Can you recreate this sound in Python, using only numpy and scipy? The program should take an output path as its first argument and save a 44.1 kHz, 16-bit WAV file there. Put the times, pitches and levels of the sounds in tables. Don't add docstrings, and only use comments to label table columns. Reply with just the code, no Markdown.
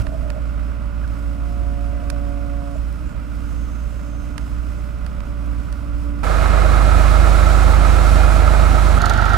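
import sys
import numpy as np
from scipy import signal
from scipy.fft import rfft, irfft, next_fast_len
from scipy.io import wavfile
from scipy.ndimage import uniform_filter1d

SR = 44100
rng = np.random.default_rng(int(sys.argv[2]) if len(sys.argv) > 2 else 0)


def inscribe(sig):
    pcm = np.round(np.clip(np.atleast_2d(sig).T, -1, 1) * 32767)
    wavfile.write(sys.argv[1], SR, pcm.astype(np.int16))


N = 413216
T = np.arange(N) / SR
F = np.maximum(np.fft.rfftfreq(next_fast_len(N, True), 1 / SR), 1)
FFT_LENGTH = 2 * (len(F) - 1)

# time in seconds, shaft speed in Hz, then firing tone, pump tone and pump overtone in dB.
DIGGER = [(0.0, 28.73, -27, -40.5, -51), (0.4, 28.63, -26, -45, -51), (1.0, 28.66, -25.5, -47, -49.5),
          (1.25, 28.32, -25.5, -41.5, -52), (1.45, 28.23, -24.5, -41, -47), (2.0, 28.24, -24.5, -40.5, -43),
          (2.3, 28.32, -26, -37, -40.5), (2.75, 28.16, -26.5, -38, -43), (2.79, 28.25, -23, -42.5, -51),
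          (2.93, 28.53, -26.5, -50, -52), (2.98, 29.25, -29, -46, -61), (3.03, 30.1, -29, -41, -53),
          (3.075, 29.97, -24, -47, -58), (3.11, 29.06, -39, -49, -53), (3.17, 28.56, -27.5, -48, -56),
          (3.3, 28.76, -29.5, -41.5, -61), (3.7, 28.92, -26.5, -42, -62), (3.9, 28.84, -27, -53.5, -54),
          (4.1, 28.77, -27.5, -41.5, -52.5), (4.7, 29.22, -27.5, -44.5, -54),
          (5.1, 29.07, -27.5, -54.5, -51), (5.3, 28.78, -29.5, -45, -47), (5.5, 28.73, -25, -38.5, -54),
          (5.7, 28.75, -27.5, -45.5, -56), (6.1, 28.72, -26.5, -35, -46.5), (6.22, 28.64, -25, -38, -54)]
# multiple of the shaft speed, level in dB.
DIGGER_ORDERS = [(2.5, -47), (3.5, -52), (4, -43), (4.5, -57), (5, -48.5), (5.5, -59), (6, -45.5),
                 (6.5, -59), (7, -55), (7.5, -49), (8, -51.5), (8.64, -50.5), (9.5, -61), (10.5, -62),
                 (15, -63.5)]
# multiple of the shaft speed, level in dB relative to UPPER_PUMP_LEVEL.
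UPPER_PUMP = [(30, -13.5), (35, -6.5), (40, -1.5), (50, -7)]
# time in seconds, level in dB.
UPPER_PUMP_LEVEL = [(0, -60), (1.2, -55.5), (2.8, -56.5), (2.95, -68), (3.15, -61), (3.4, -60.5),
                    (5.2, -58.5), (5.5, -54), (6.25, -53.5)]
# start, attack, stop and release in seconds, level in dB.
HOSE = (1.0, .5, 2.755, .03, -47.5)
# frequency in Hz, relative level in dB per Hz.
DIGGER_BODY = [(8, -27), (25, -9.5), (45, -5), (70, -11), (110, -17.5), (160, -24), (250, -23.5),
               (330, -31), (450, -36.5), (600, -27.5), (820, -38.5), (1400, -31), (1750, -42), (2500, -41),
               (3500, -48.5), (6400, -51), (16000, -61)]
# frequency in Hz, width in Hz, lift in dB.
DIGGER_PANELS = [(1268, 55, 4.5), (1440, 67, 4), (2024, 24, 9), (2670, 100, 1.5), (5210, 330, 5),
                 (8050, 320, 5), (9000, 320, 5.5), (9810, 250, 4.5), (12300, 500, 5), (7450, 200, 2.5),
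                 (13200, 300, 2)]
# time in seconds, level in dB on the block noise's scale.
DIGGER_RUMBLE = [(0, -41.5), (.5, -47.5), (1.0, -46), (1.6, -43.5), (2.4, -45.5), (2.7, -48.5), (3.3, -46),
                 (3.7, -46), (4.5, -46), (5.4, -45), (6.25, -44.5)]
# time in seconds, level in dB.
DIGGER_HISS = [(0, -58.5), (.65, -60.5), (1.1, -58.5), (2.0, -59), (2.8, -59), (3.15, -60.5), (3.4, -59.5),
               (3.6, -59.5), (4.0, -58.5), (4.6, -58.5), (5.0, -60), (5.6, -58.5), (6.25, -58.5)]
DIGGER_BLOCK_DB = -47
OPENING_DB, OPENING_S = 7.5, 0.027

# start, attack, stop and release in seconds, level in dB as it stands at 4 s.
VALVE = (3.1, .45, 4.8, .25, -66)
VALVE_SAG_DB_PER_S = 2.5
# frequency in Hz, width in Hz, level in dB relative to VALVE.
VALVE_BANDS = [(6270, 69, -4), (6420, 89.6, -3), (7550, 150, -5)]
# start, attack, stop and release in seconds, level in dB.
PUFFS = [(2.73, 0.02105, 2.77, .04, -61), (3.04, .02, 3.125, .04, -63)]
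# frequency in Hz, width in Hz.
PUFF_BAND = (7200, 600)

# time in seconds, peak in dB, ring in Hz, swell in seconds (the peak comes halfway).
GROAN = [(0.022, -38, 660, 0.007), (0.047, -35, 650, .008), (0.065, -36, 620, .014),
         (0.091, -34, 640, 0.0092), (0.119, -31, 645, 0.0074), (0.133, -34, 635, .012),
         (0.144, -30, 636, .014), (0.192, -37, 654, .008), (0.225, -34, 651, .012), (0.245, -32, 633, .01),
         (0.259, -28.5, 620, 0.0082), (0.28, -31, 590, 0.0079), (0.294, -33, 590, 0.007),
         (0.31, -32, 590, 0.0064), (0.344, -34, 600, 0.0067), (0.362, -26.5, 609, 0.0066),
         (0.38, -28, 604, 0.0048), (1.913, -40, 600, 0.0086), (1.93, -37, 600, .008),
         (1.945, -36, 600, 0.0077), (2.026, -32, 598, .008), (2.126, -32, 590, 0.007),
         (2.756, -28, 628, 0.0063)]
# start and length in seconds, first and last pitch in Hz, peak in dB.
SQUEAK = (1.034, .028, 1800, 1250, -41)
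# pitch in Hz, peak in dB, time to fall 60 dB in seconds.
THUD = (104, -18.5, 0.15)

# time in seconds, exhaust level, block noise and hiss (before flicker) in dB.
WINCH = [(6.232, -13, -28, -43), (6.3, -5, -27.5, -42), (6.6, -3, -26.5, -42), (7.0, -1.5, -26.5, -39.5),
         (8.0, -1.5, -27, -40), (8.99, -2, -27, -40)]
RECOVERY = [(8.993, 0, -25, -42.5), (9.2, 0, -24.5, -41.5), (9.37, 0, -24.5, -42.5)]
# multiple of the engine cycle, level in dB relative to the exhaust level.
WINCH_ORDERS = [(3, -28), (4, -41), (5, -44), (6, -11), (7, -43), (9, -22), (11, -43), (12, -31), (13, -48),
                (15, -33), (16, -38), (18, -33), (19, -45), (20, -36.5), (21, -40), (22, -50), (24, -44),
                (27, -47), (29, -44), (30, -39.5), (32, -48), (33, -41), (37, -46), (39, -42), (40, -42),
                (70, -43)]
RECOVERY_ORDERS = [(3, -36), (6, -18), (9, -25.5), (12, -27.5), (15, -33.5), (18, -53.5), (24, -39.5),
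                   (27, -44.5), (38, -42), (46, -43)]
# frequency in Hz, relative level in dB per Hz.
WINCH_RUMBLE = [(8, -38), (22, -24), (60, -23), (110, -27), (170, -27.5), (222, -30), (255, -27)]
WINCH_BODY = [(340, -30.5), (420, -32), (610, -25), (960, -30.5), (1310, -25.5), (1840, -36), (2300, -37.5),
              (3100, -44.5), (7700, -50), (10500, -52.5), (13000, -62), (16000, -61.5)]
RECOVERY_BODY = [(8, -32), (25, -24), (70, -18), (120, -23), (300, -31), (480, -35.5), (694, -24.5),
                 (900, -30), (1080, -33), (1370, -21.5), (1800, -34.5), (2500, -42), (3900, -43),
                 (6300, -52.5), (16000, -66.5)]
# frequency in Hz, width in Hz, lift in dB.
WINCH_PANELS = [(603, 54, 5), (703, 45, 1.5), (776, 69, 3), (1304, 83, 5.5), (1390, 18, 2.5), (1660, 23, 5),
                (2140, 53, 6), (2450, 30, 6.5), (4000, 710, 3.5), (7690, 270, 4)]
RECOVERY_PANELS = [(710, 82, 4), (854, 150, 3), (1320, 160, 3.5), (1550, 120, 0.5), (1854, 80, 8)]
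WINCH_CYCLE, RECOVERY_CYCLE = (8.598, 7.663), (8.43, 9.102)
THROB = 0.17
DIGGER_LAG, TRUCK_LAG = (2, .6, ()), (6, .026, (3, 18))
# pitch in Hz, level in dB relative to the exhaust level, time of a crest in seconds.
NEIGHBOUR = (73.34, -28, 7.6754)

# time in seconds, peak in dB, ring in Hz.
CLANKS = [(6.757, -23, 1230), (6.945, -18, 1315), (7.677, -21, 1287), (7.985, -17, 1344),
          (8.857, -20, 1280), (8.233, -16, 1380), (8.4775, -15.5, 1280), (8.976, -14.5, 1294),
          (9.003, -24, 1390), (9.0379, -12, 1326), (9.063, -18, 1380), (9.076, -22, 1390),
          (9.094, -28, 1360), (9.111, -17, 1370), (9.186, -14, 1442), (9.1984, -16, 1340),
          (9.221, -16, 1375), (9.2434, -12.5, 1365), (9.262, -18, 1338), (9.312, -22, 1450),
          (9.333, -12, 1357), (9.348, -19, 1297)]
# share of the cycle, typical peak in dB, typical ring in Hz.
LOOSE_PART = (.61, -22.5, 1320)
# time in seconds, level in dB, ring in Hz.
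LOOSE_SCATTER = (.002, 2.5, 50)
CLANK_SWELL_S = 0.005

# peak in dB, treble tilt in dB per two octaves.
TICKS = [(-16.5, -7), (-18, -5), (-16.5, -4), (-24, -5), (-27, -3), (-27, -9), (-27, -2), (-29, -7),
         (-25, -6)]
FIRST_TICK_S, TICK_PAN_DB = 9.0165, -9
# time in seconds, peak in dB, treble tilt in dB per two octaves, left minus right in dB.
SNAPS = [(0.0667, -25.5, -18, -20.5), (0.3012, -23, -12.5, -27), (1.0376, -39, -14, -4.0),
         (1.0755, -36, -9, -13), (2.1001, -19.5, -6, -31), (2.9257, -40, 6.5, -11),
         (4.3789, -22.5, -10.5, -25), (4.9856, -43, -8, -4.0), (5.0631, -28, -11, -23),
         (5.2038, -31, -16, -17), (5.7255, -29.5, -4, -24)]
# frequency in Hz, width in Hz, level in dB before the tilt.
TICK_RING = [(4160, 1300, 7.5), (6540, 1100, 5.5), (9700, 3200, 4)]
SNAP_RING = [(1000, 540, -6), (1620, 900, -0.5), (2740, 1300, -1), (4500, 1600, 2.5), (6270, 3800, -1.5),
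             (8800, 3000, 5.5), (12200, 3900, -5)]
CRACK_S, CRACK_DB = .0018, 12

# frequency in Hz, left minus right in dB, likeness 0-1, phase lead in rad.
DIGGER_PORTS = [(26, -9, .8, -0.78), (55, -7.5, 0.58, -1.13), (80, -7, .75, -1.1), (110, -3, 0.91, -0.82),
                (160, -3, 1, -2), (230, -5, 1, -1.2), (320, -7, .85, -0.64), (432, -1, 0.5, -2.6),
                (620, -11, 0.9, -1.06), (900, -3.5, 0.37, -1.2), (1320, -15.5, 0.6, -0.92),
                (1860, -4, 0.7, -0.3), (2700, -5.5, 0.55, 0.21), (3960, -1, 0.4, 0), (6300, -3, 0.53, 0),
                (10000, -5, .15, 0), (16000, -10, .1, 0)]
TRUCK_PORTS = [(26, -20, .9, -0.62), (52, -10, 0.95, -0.97), (80, -7.5, 0.55, -1.3), (106, -4.5, 0.9, -1.2),
               (140.5, -1, 0.97, -1.85), (175, -6, 0.95, -2.15), (240, -7, 0.85, -1.3),
               (322, -1, 0.72, -1.1), (456, -2.5, 0.62, -2.23), (620, -9.5, 1, -1.3),
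               (926, -6, 0.36, -0.72), (1320, -13.5, 1, -1.32), (1850, -6.5, 0.64, -0.66),
               (2700, -4, 0.54, -0.22), (3880, -5, 0.38, -0.007), (6000, -1.5, 0.58, 0.43),
               (9000, -8, 0, 0), (16000, -8, 0.1, 0)]
KNOCK_FROM_HZ, HISS_FROM_HZ, TOP_HZ = 400, 3300, 15900
HISS_FLICKER = 1.8


def excavator():
    shaft_hz, firing_db, pump_db, overtone_db, _ = curves(DIGGER)
    turns = np.cumsum(shaft_hz) / SR
    orders = [(2, firing_db), (10, pump_db), (20, overtone_db), (25, held(*HOSE))]
    upper_db = curves(UPPER_PUMP_LEVEL)[0]
    orders += [(k, upper_db + db) for k, db in UPPER_PUMP]
    clean = tones(turns, orders + DIGGER_ORDERS, DIGGER_LAG, waver_db=0.6)

    cycles = turns / 2
    knock = knocks(cycles, 4, decay=0.99, scatter_db=1.5, pattern_db=[0.83, 0.64, 1, 0.094])
    opening_db = OPENING_DB * np.clip((OPENING_S - T) / .004, 0, 1)
    noise = roar(knock, cycles, DIGGER_BODY, DIGGER_PANELS, [.4, .3, .03],
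                 rumble_db=curves(DIGGER_RUMBLE)[0], block_db=DIGGER_BLOCK_DB + opening_db,
                 hiss_db=curves(DIGGER_HISS)[0] + opening_db, flicker_db=0.52)
    gate = np.clip((WINCH[0][0] - T) / .006, 0, 1)
    return gate * (clean + boom()), gate * (noise + hydraulics())


def boom():
    start, length, from_hz, to_hz, squeak_db = SQUEAK
    progress = np.clip((T - start) / length, 0, 1)
    squeak_turns = np.cumsum(from_hz + (to_hz - from_hz) * progress) / SR
    squeak = undb(squeak_db) * np.sin(np.pi * progress) * np.sin(2 * np.pi * squeak_turns)
    thud_hz, thud_db, t60 = THUD
    thud = undb(thud_db) * np.sin(2 * np.pi * thud_hz * T) * np.exp(-np.log(1000) * T / t60)
    return rings(GROAN) + squeak + thud


def hydraulics():
    oil = 0
    for hz, width, db in VALVE_BANDS:
        hiss = unit(band(rng.standard_normal((2, N)), hz, width))
        oil = oil + undb(db + 2.2 * walk(7.09)) * hiss
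    oil_db = held(*VALVE) - VALVE_SAG_DB_PER_S * (T - 4)
    puff_noise = unit(band(rng.standard_normal((2, N)), *PUFF_BAND))
    return undb(oil_db) * oil + sum(undb(held(*row)) for row in PUFFS) * puff_noise


def truck(table, cycle, orders, body, panels, pattern_db, share):
    exhaust_db, block_db, hiss_db, gate = curves(table)
    cycle_hz, fires_s = cycle
    turns = cycle_hz * T + 1 - cycle_hz * fires_s % 1
    knock = knocks(turns, len(pattern_db), decay=.75, scatter_db=.8, pattern_db=pattern_db)
    knock = knock * (1 + THROB * np.cos(6 * np.pi * (turns - .04)))
    noise = roar(knock, turns, body, panels, share, block_db, block_db, hiss_db, flicker_db=.25)
    exhaust = undb(exhaust_db) * tones(turns, orders, TRUCK_LAG, waver_db=.4)
    return gate * exhaust, gate * noise


def clanks():
    share, db, hz = LOOSE_PART
    cycle_hz, fires_s = WINCH_CYCLE
    loose = [(fires_s + (k + share) / cycle_hz, db, hz) for k in range(-12, 11)]
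    loose = loose + rng.standard_normal((len(loose), 3)) * LOOSE_SCATTER
    return rings([(*row, CLANK_SWELL_S) for row in [*CLANKS, *loose]])


def ticks():
    gap = 1 / (3 * RECOVERY_CYCLE[0])
    table = [(FIRST_TICK_S + k * gap, db, treble_db, TICK_PAN_DB)
             for k, (db, treble_db) in enumerate(TICKS)]
    return clicks(table, TICK_RING, t60=0.027)


def snaps():
    return clicks(SNAPS, SNAP_RING, t60=0.017)


def neighbour():
    hz, db, crest_s = NEIGHBOUR
    exhaust_db, *_, gate = curves(WINCH)
    return gate * np.sqrt(2) * undb(db + exhaust_db) * np.cos(2 * np.pi * hz * (T - crest_s))


def tones(turns, orders, lag, waver_db):
    firing, lag_rad, pulling = lag
    total = 0
    for k, db in orders:
        sign = -1 if k in pulling else 1
        level = sign * np.sqrt(2) * undb(db + waver_db * walk(5))
        total = total + level * np.cos(2 * np.pi * k * turns - lag_rad * (k - firing) ** 2)
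    return total


def knocks(turns, firings, decay, scatter_db, pattern_db):
    which = (turns * firings).astype(int)
    phase = turns * firings % 1
    scatter = scatter_db * rng.standard_normal(N // 100)[which]
    size = undb(scatter + np.array(pattern_db)[which % firings])
    return unit(uniform_filter1d(size * np.exp(-phase / decay), size=200))


def roar(knock, turns, body, panels, share, rumble_db, block_db, hiss_db, flicker_db):
    block_knock, hiss_knock, repeat = share
    lift_db = sum(db / (1 + (2 * (F - hz) / width) ** 2) for hz, width, db in panels)
    gain = undb(over_hz(body)[0] + lift_db)
    rumble = 1 / (1 + (F / KNOCK_FROM_HZ) ** 6)
    hiss = 1 / (1 + (HISS_FROM_HZ / F) ** 6)
    block = 1 - rumble - hiss
    steps = int(N / (turns[-1] - turns[0]))
    clatter = rng.standard_normal((2, SR))[:, (turns % 1 * steps).astype(int)]

    def layer(part, reference, knock_share, same, db):
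        noise = np.sqrt(1 - same) * rng.standard_normal((2, N)) + np.sqrt(same) * clatter
        noise = noise * np.sqrt(1 - knock_share + knock_share * knock ** 2)
        scale = np.sqrt(np.mean((gain * reference * (F > 900)) ** 2))
        coloured = irfft(rfft(noise, FFT_LENGTH) * gain * np.sqrt(part), FFT_LENGTH)[:, :N]
        return coloured / scale * undb(db + flicker_db * walk(8.3))

    hiss_db = hiss_db + HISS_FLICKER * flicker_db * walk(14)
    return (layer(rumble, block, 0, 0, rumble_db)
            + layer(block, block, block_knock, repeat, block_db)
            + layer(hiss, hiss, hiss_knock, 0, hiss_db))


def rings(table):
    out, t = np.zeros(N + 4096), np.arange(4096) / SR
    for s, db, hz, swell_s in table:
        u = 2 * t / swell_s
        i = int(s * SR)
        out[i:i + 4096] += undb(db) * u * np.exp(1 - u) * np.sin(2 * np.pi * hz * (t + s))
    return out[:N]


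def clicks(table, ring, t60):
    out, t = np.zeros((2, N + 2048)), np.arange(2048) / SR
    envelope = np.exp(-np.log(1000) * t / t60) * np.minimum(t / .001, 1)
    for s, db, treble_db, pan_db in table:
        burst = rng.standard_normal(2048) * envelope
        burst[int(CRACK_S * SR)] = undb(CRACK_DB)
        crack = 0
        for k, (hz, width, ring_db) in enumerate(ring):
            level = undb(ring_db + treble_db * np.log2(hz / 3000) / 2)
            ringing = band(band(burst, hz, width), hz, width)
            crack = crack + (-1) ** k * level * unit(ringing)
        pan = 2 / (1 + undb(np.array([[-pan_db], [pan_db]])))
        i = int(s * SR)
        out[:, i:i + 2048] += undb(db) * pan * crack / np.abs(crack).max()
    return out[:, :N]


def ports(clean, noise, table):
    pan_db, like, lead = over_hz(table)
    like = np.clip(like, 0, 1)
    shade = undb(pan_db) * np.exp(1j * lead)
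    mid_gain = np.abs(1 + shade * like) / 2
    tone = rfft(clean, FFT_LENGTH) / mid_gain
    shared, other = rfft(noise, FFT_LENGTH) / mid_gain
    left = shade * (tone + like * shared + np.sqrt(1 - like ** 2) * other)
    return irfft(np.array([left, tone + shared]), FFT_LENGTH)[:, :N]


def held(start, attack, stop, release, db):
    before, after = (start + attack - T) / attack, (T - stop) / release
    return db - 25 * np.maximum(np.maximum(before, after), 0)


def curves(table):
    s, *columns = np.transpose(table)
    gate = np.clip(np.minimum(T - s[0] + .002, s[-1] - T + .002) / .004, 0, 1)
    return [np.interp(T, s, column) for column in columns] + [gate]


def over_hz(table):
    hz, *columns = np.transpose(table)
    return [np.interp(np.log(F), np.log(hz), column) for column in columns]


def walk(rate):
    count = int(rate * N / SR) + 2
    return 1.2 * np.interp(T * rate, np.arange(count), rng.standard_normal(count))


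def band(x, hz, width):
    return signal.lfilter(*signal.iirpeak(hz, hz / width, SR), x)


def undb(db):
    return 10 ** (np.asarray(db) / 20)


def unit(x):
    return x / np.sqrt(np.mean(x ** 2))


def scene():
    winch_tones, winch_noise = truck(
        WINCH, WINCH_CYCLE, WINCH_ORDERS, WINCH_RUMBLE + WINCH_BODY, WINCH_PANELS,
        pattern_db=[-2.5, -3, -1.5, -2.5, -3, -1.5, -2.5, -3.5], share=[.4, .02, .35])
    recovery_tones, recovery_noise = truck(
        RECOVERY, RECOVERY_CYCLE, RECOVERY_ORDERS, RECOVERY_BODY, RECOVERY_PANELS,
        pattern_db=[0.23, -2, -1.0, -0.84, -1.8, -2], share=[.4, .2, .05])
    truck_clean = winch_tones + recovery_tones + neighbour() + clanks()
    digger = ports(*excavator(), DIGGER_PORTS)
    trucks = ports(truck_clean, winch_noise + recovery_noise, TRUCK_PORTS)
    return digger + trucks + snaps() + ticks()


def record(dry):
    low_pass = signal.ellip(10, .2, 80, TOP_HZ, fs=SR, output="sos")
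    return signal.sosfilt(low_pass, np.clip(dry, -1, 1))


dry = scene()
out = record(dry)
inscribe(out)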